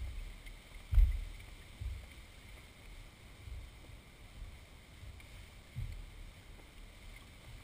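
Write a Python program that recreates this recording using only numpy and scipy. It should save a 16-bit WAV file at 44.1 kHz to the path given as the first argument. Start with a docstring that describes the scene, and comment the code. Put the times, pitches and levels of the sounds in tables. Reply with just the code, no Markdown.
"""Slow canoe on calm floodwater

A canoe is paddled slowly, with the microphone of a camera in a closed case near the bow.
Soft bumps set the hull booming as decaying modes; it bobs, rumbles and stirs the water beside it.
Wavelets trap air against the hull and plop; near and tiny drops plink as bubbles; noise makes the wash.
The case colours every sound with its resonances; coarse sampling mirrors the band into the treble."""
import sys
import numpy as np
from scipy.fft import rfft, irfft, next_fast_len
from scipy.io import wavfile
from scipy.ndimage import uniform_filter1d, map_coordinates

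SR = 44100
rng = np.random.default_rng(int(sys.argv[2]) if len(sys.argv) > 2 else 0)


def transcribe(signal):
    """Save signal, clipped to [-1, 1], as a 16-bit WAV file at the path in sys.argv[1]."""
    frames = np.atleast_2d(signal).T
    limited = np.clip(frames, -1, 1)
    pcm = np.round(limited * 32767).astype(np.int16)
    wavfile.write(sys.argv[1], SR, pcm)


N = 336483

# how rippled the water at the bow is: (t/s, level/dB before offsets)
RIPPLE_LEVEL = [(0.0, -61.5), (0.34, -61.5), (0.87, -60.5), (4.57, -65), (5.82, -63), (6.33, -65),
                (7.37, -61.5), (7.63, -61.5)]


def amp(db):
    """Decibels to gain."""
    return 10 ** (np.asarray(db) / 20)


def unit(x):
    """x scaled to rms 1."""
    return x / np.sqrt(np.mean(x ** 2) + 1e-20)


def add(track, s, sound):
    """Mix a sound into the track from time s on; what falls outside the track is cut off."""
    start = round(s * SR)
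    part = sound[max(-start, 0):N - start]
    track[max(start, 0):][:len(part)] += part


def wobble(rate):
    """A smooth random curve, rate knots a second."""
    knots = rng.standard_normal(int(N * rate / SR) + 4)
    return map_coordinates(knots, [np.arange(N) * rate / SR])


def filtered(x, response):
    """x times a complex response of frequency."""
    size = x.shape[-1]
    m = next_fast_len(size + 8192)
    spectrum = rfft(x, m) * response(np.fft.rfftfreq(m, 1 / SR))
    return irfft(spectrum, m)[..., :size]


def coloured(x, spectrum):
    """x shaped by (f/Hz, level/dB) points, at rms 1."""
    hz, db = np.transpose(spectrum)
    return unit(filtered(x, lambda f: amp(np.interp(np.log(f + 1), np.log(hz), db))))


def resonance(f, hz, width):
    """Response of one damped resonator, 1 at its centre."""
    return 1j * f * width / (hz * hz - f * f + 1j * f * width)


def contacts():
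    """Bumps, then the soft, even dips of the bobbing hull: (s, dB, corner Hz, side-wall dB, pressing s)."""
    # bumps on the hull: (t/s, level/dB, softness corner f/Hz, side-wall emphasis level/dB)
    knocks_felt = [(-.06, -45, 78.4, 5.5), (.893, -22.5, 57.5, -0.5), (1.441, -57, 94, 1),
                   (1.776, -42, 84.5, 1), (2.451, -59, 96, -4), (2.79, -47, 40.4, -10),
                   (3.433, -48.5, 86.5, 8.5), (3.85, -54.5, 115, -1), (4.335, -46.5, 68, -2.5),
                   (4.992, -54, 110, 5.5), (5.74, -36.5, 155, -22), (7.448, -52, 117, -8)]
    # spells of bobbing after a bump: (first dip t/s, level/dB, loss per dip level/dB)
    bobbing = [(0.101, -37.5, 5.5), (5.84, -44.5, .9)]
    # contact time at this softness corner; softer contacts press longer
    press_s, press_hz, press_slope = 0.076, 84, .6
    bob_period_s, bob_corner_hz, bob_side_db, bob_press_s = .29, 42, -9.5, 0.037
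    knocks = [(s, db, hz, side_db, press_s * (press_hz / hz) ** press_slope)
              for s, db, hz, side_db in knocks_felt]
    dips = [(s + k * bob_period_s, db - k * loss_db, bob_corner_hz, bob_side_db, bob_press_s)
            for s, db, loss_db in bobbing for k in range(5)]
    return knocks + dips


def bumps(steepness=3.56, tilt=0.28, scatter_db=1.87):
    """Each bump bends the hull; slow low bending waves reach the bow last, so the boom falls in pitch."""
    # hull modes: (f/Hz, relative level/dB, 60 dB decay t/s, share of side-wall motion 0-1)
    hull_modes = [(38.52, 1.5, 0.85, 0.05), (41.44, 7, 0.11, 0.1), (47.2, -12, 0.13, 0.8),
                  (62.4, 3, 0.6, 0.79), (77.4, -3.5, 0.84, 0.07), (83.26, 1.5, 0.28, 0.6),
                  (88.86, 4.5, 0.46, 0.22), (108.8, -3, 0.53, 0.15), (125.8, 0.5, 0.25, 0.01),
                  (133.5, -4.5, 0.11, 0), (181.2, -6, 0.27, 0.4), (213, -3, 0.089, 0.34)]
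    travel_cycles, swell_cycles = 1.6, 1.8
    out, t = np.zeros(N), np.arange(SR) / SR
    for s, db, corner_hz, side_db, press in contacts():
        chances = rng.standard_normal(len(hull_modes))
        for (hz, mode_db, t60, side), chance in zip(hull_modes, chances):
            age = np.maximum(t - travel_cycles / hz, 0)
            swell = 1 - np.exp(-(age * hz / swell_cycles) ** 2)
            ratio = hz / corner_hz
            # a soft contact misses the high modes and stops feeding them sooner
            push = ratio ** tilt / np.sqrt(1 + ratio ** (2 * steepness))
            driven = press / max(ratio, 1)
            fade_db = -60 * np.maximum(age - driven, 0) / t60
            level = amp(db + mode_db + side * side_db + scatter_db * chance + fade_db)
            add(out, s, push * swell * level * np.sin(2 * np.pi * hz * age))
    return out


def stirring(boom, db=-36):
    """The shaking hull stirs the water beside it: the stronger the boom, the louder the churning."""
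    # spectrum of the churned water: (f/Hz, relative level/dB per Hz)
    churned = [(60, -15), (170, 3.5), (320, -8), (700, -10.5), (1400, -19), (2400, -15.5), (5000, -25)]
    # running rms of the boom over a twentieth of a second
    shaking = np.sqrt(np.abs(uniform_filter1d(boom ** 2, size=SR // 20)))
    return amp(db) * shaking * coloured(rng.standard_normal(N), churned)


def rocking(db=-57.0, swell_db=2):
    """Moving water keeps the hull rumbling faintly."""
    # spectrum of the rumble: (f/Hz, relative level/dB per Hz)
    rumble = [(8, -19), (22, -12.5), (38, -3), (53, -5), (64, -7), (82, -4), (92, -8), (108, -8.5),
              (130, -19.5), (220, -37)]
    return amp(db + swell_db * wobble(6)) * coloured(rng.standard_normal(N), rumble)


def water(wash_db=-60.5, fizz_db=-0.5, grain=0.36, trickle_db=0.43):
    """The flood's even wash, and the fine crackle of ripples at the bow, which comes in small swells."""
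    # spectra of the wash and of the crackle: (f/Hz, relative level/dB per Hz)
    wash_spectrum = [(60, 1.5), (130, 0.5), (200, -3), (320, -6.5), (450, -10), (1000, -14), (1500, -20),
                     (2500, -33), (5000, -36.5)]
    fizz_spectrum = [(700, -13), (1500, -1.5), (2000, 0.5), (2700, -0.5), (4000, 3), (4800, -2), (5500, -1)]
    wash = amp(wash_db) * coloured(rng.standard_normal(N), wash_spectrum)
    grains = rng.standard_normal(N) * np.exp(grain * wobble(500))
    ripple_db = np.interp(np.arange(N) / SR, *np.transpose(RIPPLE_LEVEL)) + trickle_db * wobble(12)
    crackle = coloured(grains + 2 * rng.standard_normal(N), fizz_spectrum)
    return wash + amp(ripple_db + fizz_db) * crackle


def plink(hz, spray_db, glide=0.2, rise_s=0.0025, spray_follow=.4):
    """A trapped bubble rings and rises in pitch, with a puff of spray that is brighter for small bubbles."""
    t = np.arange(SR // 12) / SR
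    t60 = 94 / hz  # a bubble dies away by 60 dB in 94 cycles of its first pitch
    tone = np.sin(2 * np.pi * hz * (t + glide * t * t / (2 * t60)))
    bright = (hz / 2500) ** spray_follow
    spray_points = [(500, -16), (1800, 2), (4300, 1.5), (8000, -15)]  # for a 2500 Hz bubble
    spray = coloured(rng.standard_normal(len(t)), [(f * bright, db) for f, db in spray_points])
    soft_start = 1 - np.exp(-(t / rise_s) ** 2)
    return (tone + amp(spray_db) * spray) * amp(-60 * t / t60) * soft_start


def drops(count=260, small_db=-67, scatter_db=3.5, middle_hz=2400, spread=.33):
    """Near drops from the paddle, among many tiny ones that grow louder where the water is rippled."""
    # near drops: (t/s, level/dB, bubble f/Hz, spray against the bubble level/dB)
    near_drops = [(.187, -51, 2480, -11), (.298, -60, 2080, 1), (.462, -48.5, 3120, -1),
                  (.47, -52.5, 2060, -3), (.743, -54, 2060, -12), (.985, -50, 3930, 4),
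                  (1.115, -53, 1960, -18), (1.4, -54.5, 2240, 0), (1.619, -56, 1790, -5),
                  (2.113, -56.5, 2200, 0), (2.852, -55, 2420, -3), (5.199, -56.5, 2270, 3),
                  (5.922, -45.5, 4130, -6), (6.778, -53, 2740, -2), (7.022, -59, 2120, -4),
                  (7.16, -53, 2066, -4), (7.172, -59, 2080, 0), (7.206, -52, 3200, -5),
                  (7.218, -55, 1090, -14), (7.273, -51, 4200, -5)]
    out = np.zeros(N)
    for s, db, hz, spray_db in near_drops:
        add(out, s, plink(hz, spray_db) * amp(db))
    times, ripple_db = np.transpose(RIPPLE_LEVEL)
    starts = rng.uniform(0, N / SR, count)
    for s, (size, pitch) in zip(starts, rng.standard_normal((count, 2))):
        db = small_db + scatter_db * size + np.interp(s, times, ripple_db - ripple_db.mean())
        add(out, s, amp(db) * plink(middle_hz * np.exp(spread * pitch), spray_db=-6.0))
    return out


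def slaps(breadth=1.5, fall=0.11, churn=0.73):
    """A wavelet traps a large and a small air pocket on the hull: sinking hollow plops in churned water."""
    # large pockets: (t/s of the fullest swell, level/dB, f/Hz at that moment)
    large = [(.075, -61, 543), (.717, -59.5, 604), (.803, -62, 700), (.947, -49, 1290), (1.483, -59, 571),
             (2.038, -59.5, 640), (2.572, -58, 361), (3.843, -60.5, 308), (6.591, -56, 344),
             (7.444, -61, 547), (7.606, -64, 800)]
    swell_cycles = 4  # a pocket swells for this many cycles, so low slaps last longer
    # the second, smaller pocket of each slap, against the large one
    small_ratio, small_lag_cycles, small_db = 1.75, 1.72, -4.5
    out, t = np.zeros(N), np.arange(SR // 4) / SR
    small = [(s + small_lag_cycles / hz, db + small_db, hz * small_ratio) for s, db, hz in large]
    for s, db, hz in list(large) + small:
        length = swell_cycles / hz
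        u = t / length  # 1 at the fullest swell
        pitch = hz * np.exp(-fall * np.minimum(u - 1, 3))
        cavity = np.sqrt(2) * np.sin(2 * np.pi * np.cumsum(pitch) / SR)
        noise = rng.standard_normal(len(t))
        puff = unit(filtered(noise, lambda f: resonance(f, hz, breadth * hz) ** 2))
        plop = unit(cavity + churn * np.sqrt(swell_cycles) * puff)
        swell = u ** 2 * np.exp(2 * (1 - u))
        add(out, s - length, amp(db) * plop * swell)
    return out


def scene():
    """Hull and water reach both channels alike."""
    boom = bumps()
    middle = boom + stirring(boom) + rocking() + water() + drops() + slaps()
    return np.array([middle, middle])


def record(dry, band_hz=5680, hiss_db=-78.0):
    """The case rings; the camera holds each coarse sample, which mirrors the band about the sampling rate."""
    # resonances of the camera case: (f/Hz, width f/Hz, level/dB)
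    case_modes = [(590, 72, 3), (1180, 107, 3.5), (2098, 146, 11), (2330, 171, 7.5), (3096, 200, 7),
                  (3637, 270, 5.5)]
    sampling_hz, top_hz = 12000, 15300

    def case(f):
        """The direct sound, raised around each resonance."""
        return np.prod([1 + (amp(db) - 1) * resonance(f, hz, width) for hz, width, db in case_modes], axis=0)

    def band_limit(f):
        """A steep low-pass ahead of the coarse sampling."""
        return 1 / np.sqrt(1 + (f / band_hz) ** 64)

    def hold(f):
        """Each coarse sample repeated for four finer steps, cut off at the top."""
        return np.sinc(f / sampling_hz) / np.sinc(f / (4 * sampling_hz)) * (f < top_hz)

    # each channel has its own hiss
    hiss_points = [(60, -59), (250, 2.5), (2200, -2.5), (5500, -1.0), (7000, -49)]
    hiss = coloured(rng.standard_normal((2, N)), hiss_points)
    inside = filtered(filtered(dry, case) + amp(hiss_db) * hiss, band_limit)
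    mirrored = inside * (1 + 2 * np.cos(2 * np.pi * sampling_hz * np.arange(N) / SR))
    return filtered(mirrored, hold)


dry = scene()
out = record(dry)
transcribe(out)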